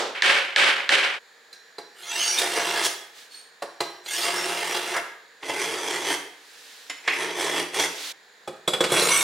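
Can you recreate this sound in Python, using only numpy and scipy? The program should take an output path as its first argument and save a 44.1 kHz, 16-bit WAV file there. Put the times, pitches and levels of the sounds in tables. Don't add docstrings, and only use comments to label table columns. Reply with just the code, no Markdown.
import sys
import numpy as np
from scipy import signal
from scipy.fft import rfft, irfft, next_fast_len
from scipy.io import wavfile
from scipy.ndimage import uniform_filter1d, minimum_filter1d, map_coordinates

SR = 44100
rng = np.random.default_rng(int(sys.argv[2]) if len(sys.argv) > 2 else 0)


def master(y):
    cut = np.clip(np.atleast_2d(y).T, -1, 1)
    pcm = np.round(cut * 32767)
    wavfile.write(sys.argv[1], SR, pcm.astype(np.int16))


N = 407043

SECTION_TIMES = (.15, 1.187, 8.123)
# (frequency [Hz], side over mid [dB])
STEREO_WIDTH = [(120, -84), (350, -20), (700, -10.5), (1400, -5.5), (5000, -7.5), (13000, -2.5)]
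# (start [s], end [s], edge gain [dB])
HEEL_PASSES = [(1.9, 2.39, 4), (3.95, 4.225, 8), (9.058, 9.4, 2.5)]


def amp(db):
    return 10 ** (np.asarray(db) / 20)


def unit(x):
    return x / np.sqrt(np.mean(x ** 2) + 1e-20)


def clock():
    return np.arange(N) / SR


def along(points, hz):
    f, v = np.transpose(points)
    return np.interp(np.log(hz + 1), np.log(f + 1), v)


def gate(start, end, fade=0.0091):
    opening = np.clip((clock() - start) / fade + .5, 0, 1)
    closing = np.clip((end - clock()) / fade + .5, 0, 1)
    return opening * closing


def swell(s, rise, fall):
    t = clock() - s
    return np.exp(-np.minimum((t / np.where(t < 0, rise, fall)) ** 2, 50))


def wobble(rate):
    knots = rng.standard_normal(int(N * rate / SR) + 4)
    return map_coordinates(knots, [clock() * rate], order=2)


def filtered(x, response):
    m = next_fast_len(x.shape[-1] + 8192)
    return irfft(rfft(x, m) * response(np.fft.rfftfreq(m, 1 / SR)), m)[..., :x.shape[-1]]


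def body(colour, peaks, broad_db, loss=0.0049):
    def response(hz):
        power = amp(along(colour, hz) + broad_db) ** 2
        for centre, width, db in peaks:
            damped_width = np.hypot(width, loss * centre)
            power = power + amp(db) ** 2 / (1 + ((hz - centre) / damped_width) ** 2 * 2) ** 2
        return np.sqrt(power)
    return response


def impulse(response, size=4096):
    cepstrum = irfft(np.log(np.maximum(response(np.fft.rfftfreq(size, 1 / SR)), 1e-6)))
    cepstrum[1:size // 2] *= 2
    cepstrum[size // 2 + 1:] = 0
    h = irfft(np.exp(rfft(cepstrum)))
    return h / np.linalg.norm(h)


def add(track, s, sound):
    i = round(s * SR)
    part = sound[..., max(-i, 0):max(N - i, 0)]
    track[..., max(i, 0):max(i, 0) + part.shape[-1]] += part


def room_tail(build=0.0027):
    # (frequency [Hz], 60 dB decay time [s])
    decay_times = [(150, 0.53), (500, 0.59), (2000, 0.63), (5000, 0.52), (9000, 0.44), (15000, 0.64)]
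    hz, t, z = signal.stft(rng.standard_normal((2, SR)), SR, nperseg=256)
    decay = amp(-60 * t / along(decay_times, hz)[:, None])
    mid, side = signal.istft(z * decay, SR, nperseg=256)[1][:, :SR]
    side = filtered(side, lambda f: amp(along(STEREO_WIDTH, f)))
    rise = 1 - np.exp(-np.arange(SR) / SR / build)
    return np.array([mid + side, mid - side]) * rise / np.linalg.norm(mid * rise)


def in_room(x, wet_db):
    echo = signal.fftconvolve(x[None], room_tail(), axes=1)[:, :len(x)]
    return (x + amp(wet_db) * echo) / np.hypot(1, amp(wet_db))


def hammer(echo_db=23.0, crack_db=4, crack_hz=1700, crack_t60=0.027, grit_db=-8, build=0.014,
           earlier_db=9, ring_db=-16, ring_t60=0.58, blur=0.044):
    # (time [s], strength [dB])
    blow_list = [(-.11, 3.5), (.222, 3.5), (0.5617, 3), (.892, 1.5)]
    # (frequency [Hz], relative level [dB])
    nail_colour = [(35, -67), (60, -50), (327, -16.5), (394, -10), (497, -13), (559, -3.5), (642, -17),
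                   (705, -9), (999, -10.5), (1550, -4.5), (2250, -3.5), (3190, -6), (6870, -22.5),
                   (8670, -22), (15500, -55.5)]
    # (frequency [Hz], relative level [dB])
    earlier_colour = [(47, -66), (80, -21), (318, 8), (387, 13.5), (562, 17.5), (627, 13), (890, 11.5),
                      (2550, 3), (3240, 5), (5240, 1), (7780, -6), (15000, -33)]
    # (frequency [Hz], relative level [dB])
    ring_tones = [(1610, -37), (1685, -49), (1809, -46), (1900, -53), (2245, -35.5), (2471, -46),
                  (2902, -48), (3063, -39), (3165, -41)]
    blows, earlier, t = np.zeros((2, N)), np.zeros((2, N)), np.arange(SR) / SR
    nail = impulse(lambda hz: amp(along(nail_colour, hz)))
    contact = signal.butter(2, [700, 8000], "bandpass", fs=SR, output="sos")
    for s, db in blow_list:
        pitch = crack_hz * (1 + 2 * np.exp(-t / 0.00067))
        grit = amp(grit_db) * signal.fftconvolve(rng.standard_normal(SR), nail)[:SR]
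        crack = np.tanh(np.sin(2 * np.pi * np.cumsum(pitch) / SR) + grit)
        crack = signal.sosfilt(contact, crack * amp(crack_db - 60 * t / crack_t60))
        clumps = room_tail(build) * amp(1.44 * wobble(123)[:SR])
        echo = signal.fftconvolve(clumps, nail[None], axes=1)[:, :SR]
        tones = np.zeros(SR)
        for hz, level in ring_tones:
            drift = np.cumsum(blur * rng.standard_normal(SR))
            tones += amp(level) * np.sin(2 * np.pi * hz * t + drift)
        ring = unit(tones) * amp(ring_db - 60 * t / ring_t60) * (1 - np.exp(-t / build))
        add(blows, s, amp(db) * (crack + amp(echo_db) * echo + ring))
    earlier_echo = filtered(room_tail(), lambda hz: amp(along(earlier_colour, hz)))
    add(earlier, -.02, amp(earlier_db) * earlier_echo)
    return earlier * gate(-1, SECTION_TIMES[0]) + blows * gate(SECTION_TIMES[0], SECTION_TIMES[1])


def diffuse(response):
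    mid, side = filtered(rng.standard_normal((2, N)), response)
    side = filtered(side, lambda hz: amp(along(STEREO_WIDTH, hz)))
    return unit(np.array([mid + side, mid - side]))


def room_air(air_db=-53.5):
    # (frequency [Hz], relative level [dB])
    air_colour = [(24, -90), (40, -53), (158, -14.5), (247, -9.5), (778, -1), (1520, -5), (1770, -19),
                  (2330, -2), (3740, -28), (6160, -19), (6810, -4), (7910, -17.5), (15500, -25)]
    # (frequency [Hz], width [Hz], relative level [dB])
    air_peaks = [(460, 64, 8), (1743, 340, 9.5), (3960, 1440, 1), (7160, 350, -23)]
    return amp(air_db + 0.058 * wobble(5.4)) * diffuse(body(air_colour, air_peaks, broad_db=2.5))


def registers(colour, peaks, broad_db=-1, low_hz=1300, high_hz=4500):
    # (frequency [Hz], width [Hz], relative level [dB])
    booms = [(171, 8, -5), (93, 26, -20), (357.7, 19, 6)]
    whole = body(colour, peaks + booms, broad_db)

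    def below(hz, corner):
        return 1 / np.sqrt(1 + (hz / corner) ** 10)

    def above(hz, corner):
        return np.sqrt(1 - below(hz, corner) ** 2)

    return [impulse(lambda hz: whole(hz) * below(hz, low_hz)),
            impulse(lambda hz: whole(hz) * above(hz, low_hz) * below(hz, high_hz)),
            impulse(lambda hz: whole(hz) * above(hz, high_hz))]


def knocks(start, end, voices, ring, chatter_t60=0.079, attack=0.0025):
    # (time [s], ring level [dB], board level [dB], blade level [dB], edge level [dB])
    contacts = [(1.528, -36, -52, -48, -43.5), (1.782, -33, -29, -41, -42), (2.385, -35, -47, -32, -17),
                (2.573, -34, -18.5, -28, -37), (3.621, -32, -21, -33.5, -35),
                (3.804, -22.5, -17.5, -24, -26), (4.06, -33, -41, -37, -40), (4.962, -42, -22, -37, -28),
                (5.427, -43, -34.5, -30, -55.5), (5.493, -20.5, -22.5, -25, -35),
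                (6.897, -17, -36.5, -24.5, -36), (7.076, -20, -24, -11, -34), (7.742, -38, -46, -28, -27),
                (8.475, -38, -23, -35, -40), (8.676, -17, -16.5, -22, -24), (8.734, -20, -20.5, -20, -28),
                (8.805, -19.5, -12.5, -19.5, -25.5), (8.838, -41, -20, -16, -26),
                (8.918, -30, -13, -29, -18.5)]
    out, t = np.zeros(N), np.arange(SR // 2) / SR
    decay = amp(-60 * t / chatter_t60)
    for s, ring_db, *levels in contacts:
        if start < s < end:
            chatter = rng.standard_normal(len(t)) * decay
            thud = sum(amp(db) * unit(signal.fftconvolve(chatter, h)[:len(t)])
                       for db, h in zip(levels, voices))
            thud *= np.sqrt(np.mean(decay ** 2))
            modes = np.zeros(len(t))
            for hz, db, t60 in ring:
                struck_db = db + 2 * rng.standard_normal()
                modes += amp(struck_db - 60 * t / t60) * np.sin(2 * np.pi * hz * t)
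            add(out, s, (thud + amp(ring_db) * modes) * (1 - np.exp(-t / attack)))
    return out


def teeth(rate=4500, judder_db=2.5, judder_rate=170):
    judder = amp(judder_db * np.tanh(wobble(judder_rate)))
    chips = (rng.random(N) < rate / SR) * rng.standard_normal(N) * judder
    mean_power = np.abs(uniform_filter1d(chips ** 2, size=1400))
    return unit(chips / np.sqrt(mean_power + 1e-6))


def at_heel(fade=0.14):
    return np.array([gate(start, end, fade) for start, end, _ in HEEL_PASSES])


def pressure(first, last, tremor_db=1.18, tremor_rate=22, board_db=-0.5, heel_board_db=-5.5, tip_s=0.031):
    # (start [s], end [s], attack [s], release [s], level [dB],
    # edge over level [dB], extra bite of the curved tip [dB])
    strokes = [(1.918, 2.887, 0.36, 0.025, -31, -3.5, 11), (4.018, 5.009, 0.19, 0.026, -31.5, -3.5, -8.5),
               (5.384, 6.168, 0.17, .03, -33.5, -4.5, 3), (7.01, 7.35, 0.24, 0.055, -30, -6, -7.5),
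               (7.314, 7.701, 0.091, 0.15, -29, -5, -3), (7.714, 7.881, 0.06, 0.034, -29, -4.5, 4.5),
               (8.828, 9.3, 0.15, .03, -23.5, -4.5, 4)]
    tip_shares = [0.24, 0.32, 0.97]
    # (time [s], level change [dB], half length [s])
    presses = [(2.2, 0.5, 0.022), (2.418, 4, .02), (4.244, 4.5, 0.01), (4.766, 5.5, 0.014),
               (4.84, -6, 0.05), (5.616, 4, 0.043), (5.911, 5, 0.059), (5.997, -1.5, .025),
               (6.104, 7, 0.049), (7.417, 3.5, 0.018), (7.51, -3.5, 0.027), (7.595, 4.5, 0.028),
               (7.802, 5.5, 0.017), (8.88, -5, 0.018)]
    t, drive, heel = clock(), np.zeros((3, N)), at_heel()
    for start, end, attack, release, db, edge_db, tip_db in strokes:
        if first < start < last:
            ramp = np.clip(np.minimum((t - start) / attack, (end - t) / release), 0, 1)
            grip = np.sin(np.pi / 2 * ramp) ** 2
            bite_db = np.outer(tip_shares, tip_db * swell(end - release, tip_s, tip_s))
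            drive += grip * amp(db + bite_db) * amp([[board_db], [0], [edge_db]])
    hand_db = tremor_db * wobble(tremor_rate)
    for s, db, half in presses:
        if first < s < last:
            hand_db = hand_db + db * swell(s, half, half)
    edge_gain_db = np.array(HEEL_PASSES)[:, -1] @ heel
    heel_db = np.array([heel_board_db * heel.sum(axis=0), np.zeros(N), edge_gain_db])
    return drive * amp(hand_db + heel_db)


def gliding(x, rise, spacing=.028, renewal=21, sing_db=3.5, heel_sing_db=4):
    hz, t, z = signal.stft(x, SR, nperseg=512, noverlap=384)
    place = (2 * np.sqrt(hz / 5000)[:, None] - rise * t) / spacing
    renewed = np.broadcast_to(t * renewal % 255, place.shape)
    ripple = map_coordinates(rng.standard_normal((256, 256)), [place % 255, renewed], order=2)
    depth_db = sing_db + heel_sing_db * np.interp(t, clock(), at_heel().sum(axis=0))
    gain = amp(depth_db * np.clip(ripple, -2, 2) * np.clip(hz[:, None] / 1500, 0, 1))
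    gain /= np.sqrt(np.mean(gain ** 2, axis=0))
    return signal.istft(z * gain, SR, nperseg=512, noverlap=384)[1][:N]


def rasp(start, end, voices, rise):
    force = teeth()
    shaken = sum(signal.fftconvolve(force * g, h)[:N] for g, h in zip(pressure(start, end), voices))
    return gliding(shaken, rise)


def singing(rise=.6, arch=12, rough=0.063, flutter_db=4):
    # (time [s], frequency [Hz], level [dB], half length [s])
    squeal_list = [(2.103, 6080, -28, 0.0095), (2.218, 3015, -23.5, 0.02), (2.234, 6500, -24.5, 0.037),
                   (2.265, 4600, -28.5, 0.05), (2.312, 5770, -20, 0.024), (2.39, 3630, -18.5, 0.0074),
                   (2.591, 6100, -36, 0.041), (4.17, 3010, -31, .02), (4.245, 4710, -28, .02),
                   (4.384, 5450, -30.5, 0.023), (9.018, 4120, -20, 0.0039), (9.125, 6040, -17, 0.0075),
                   (9.17, 8350, -19.5, 0.016)]
    out, t = np.zeros(N), np.arange(-SR // 10, SR // 10) / SR
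    for s, hz, db, life in squeal_list:
        pitch = hz * np.exp(rise * t - arch * t ** 2)
        phase = 2 * np.pi * np.cumsum(pitch) / SR + np.cumsum(rough * rng.standard_normal(len(t)))
        knots = t[::180]
        grip = amp(flutter_db * np.interp(t, knots, rng.standard_normal(len(knots))))
        add(out, s + t[0], amp(db) * unit(grip) / np.cosh(t / life) * np.sin(phase))
    return out


def scrapes():
    # (time [s], frequency [Hz], width [Hz], level [dB], half length [s])
    scrape_list = [(2.853, 5160, 2550, -26, 0.029), (4.966, 1560, 666, -24.5, 0.023),
                   (7.124, 2250, 483, -25.5, 0.048)]
    out, t = np.zeros(N), np.arange(-SR // 8, SR // 8) / SR
    for s, centre, width, db, life in scrape_list:
        noise = rng.standard_normal(len(t))
        cluster = unit(filtered(noise, lambda hz: 1 / (1 + ((hz - centre) / width) ** 4)))
        add(out, s + t[0], amp(db) * np.exp(-(t / life) ** 2) * cluster)
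    return out


def blades(rasp_wet_db=-4, knock_wet_db=-5, loose_db=9, cleaver_rise=.7, knife_rise=.15, chopper_rise=-0.27):
    # (frequency [Hz], relative level [dB])
    cleaver_colour = [(29, -79), (50, -38), (166, -11), (256, -16), (358, 9), (477, 3.5), (684, 2.5),
                      (1470, -1), (2060, 2.5), (3500, -2.5), (4240, -7), (5790, -11.5), (8920, -11),
                      (15500, -27.5)]
    knife_colour = [(29, -66), (50, -34), (162, -15), (238, -58), (275, -2), (404, -5), (578, -2),
                    (870, -2.5), (1370, -13.5), (2110, -6.5), (3340, -15), (4240, -18), (9590, -18),
                    (15500, -38.5)]
    chopper_colour = [(29, -60), (50, -38), (162, -1.5), (262, -10), (358, 5), (525, 5), (637, 0.5),
                      (1920, -11.5), (2330, -11), (5140, -13), (5930, -11), (6690, -10), (8510, -3.5),
                      (15500, -23.5)]
    # (frequency [Hz], width [Hz], relative level [dB])
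    cleaver_peaks = [(392, 74, 4.5), (694, 12.5, 13), (850, 170, 4), (1650, 96, 0), (2118, 40, 7),
                     (2766, 66, 6), (3294, 310, 0), (4970, 87, -4), (5740, 42, -1.5), (7600, 140, -33),
                     (8400, 140, -13), (9200, 43, -3.5)]
    knife_peaks = [(413, 54.5, 7.5), (874, 116, -5.5), (2050, 280, -7.5), (2920, 19, -31), (3331, 240, -6),
                   (4730, 160, -17.5), (5300, 190, -16.5), (6010, 230, -11.5), (7620, 140, -21),
                   (8700, 69, -17), (9450, 220, -35)]
    chopper_peaks = [(384, 51, -13), (2216, 150, -3), (2760, 100, -10), (3370, 130, -4.5), (4040, 220, -9),
                     (5660, 160, -5), (5900, 130, -10), (6930, 170, -17), (8330, 52, -14), (8500, 41, -14),
                     (10000, 470, -5)]
    # (frequency [Hz], relative level [dB], 60 dB decay time [s])
    cleaver_ring = [(1610, -20.5, 0.55), (2260, -25, .5), (3800, -21, 0.5), (4080, 5, 0.048),
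                    (4740, 0, 0.048), (5600, -23, 0.52), (6320, -26, 0.23), (8800, -44, 0.53)]
    knife_ring = [(2040, -22, 0.12), (2945, -37, 0.17), (3020, -20, 0.18), (5300, -8.5, 0.045),
                  (7100, -3, 0.029)]
    chopper_ring = [(516, -5.5, 0.16), (3390, 7.5, 0.046), (3830, -7, 0.095), (4910, -18, 0.14),
                    (7320, -21, 0.48), (7880, -9, 0.096)]
    turns = [(SECTION_TIMES[1], 5.2, cleaver_colour, cleaver_peaks, cleaver_ring, cleaver_rise),
             (5.2, SECTION_TIMES[2], knife_colour, knife_peaks, knife_ring, knife_rise),
             (SECTION_TIMES[2], 10, chopper_colour, chopper_peaks, chopper_ring, chopper_rise)]
    pulled, set_down = singing() + scrapes(), np.zeros((2, N))
    for start, end, colour, peaks, ring, rise in turns:
        loose = registers(colour, peaks, broad_db=loose_db)
        set_down += in_room(knocks(start, end, loose, ring), knock_wet_db)
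        pulled = pulled + rasp(start, end, registers(colour, peaks), rise)
    return in_room(pulled, rasp_wet_db) + set_down


def soft_hiss():
    # (crest time [s], level [dB], rise [s], fall [s])
    swells = [(3.19, -46.5, 0.048, 0.086), (3.345, -49, 0.036, 0.11), (6.69, -47.5, 0.29, 0.43),
              (8.06, -34, 0.12, 0.11)]
    # (frequency [Hz], relative level [dB])
    hiss_colour = [(180, -33), (300, -3.5), (424, -43), (468, -9), (600, -10), (3940, 1), (9140, -9),
                   (15500, -18.5)]
    level = sum(amp(db) * swell(s, rise, fall) for s, db, rise, fall in swells)
    level = level * gate(SECTION_TIMES[1], SECTION_TIMES[2])
    return level * diffuse(lambda hz: amp(along(hiss_colour, hz)))


def squeak(pitch_hz=4370, width_hz=70, level_db=-46, overtone_db=-7):
    def band(centre, width):
        return unit(filtered(rng.standard_normal(N), lambda hz: np.exp(-((hz - centre) / width) ** 2)))

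    tone = band(pitch_hz, width_hz) + amp(overtone_db) * band(2 * pitch_hz, 2 * width_hz)
    return in_room(amp(level_db) * tone * gate(3.32, 3.436, fade=0.042), wet_db=-5)


def scene():
    # (frequency [Hz], left over right [dB])
    lean = [(60, -7), (150, 0.5), (380, -1), (950, -1.0), (2380, -1.0), (5980, -2.5), (15000, -0.5)]
    mix = hammer() + room_air() + blades() + soft_hiss() + squeak()
    return filtered(mix, lambda hz: amp(np.outer([1, -1], along(lean, hz)) / 2))


def limiter(x, ceiling=0.61, recovery_db=90):
    over = 20 * np.log10(np.maximum(np.abs(x).max(axis=0) / ceiling, 1))
    climb = recovery_db * clock()
    duck = minimum_filter1d(climb - np.maximum.accumulate(over + climb), size=65)
    return x * amp(uniform_filter1d(duck, size=65))


def record(dry, low_hz=65, top_hz=15850):
    def band_limit(hz):
        return (hz < top_hz) * hz ** 2 / np.hypot(hz ** 2, low_hz ** 2)

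    return filtered(limiter(dry), band_limit)


dry = scene()
out = record(dry)
master(out)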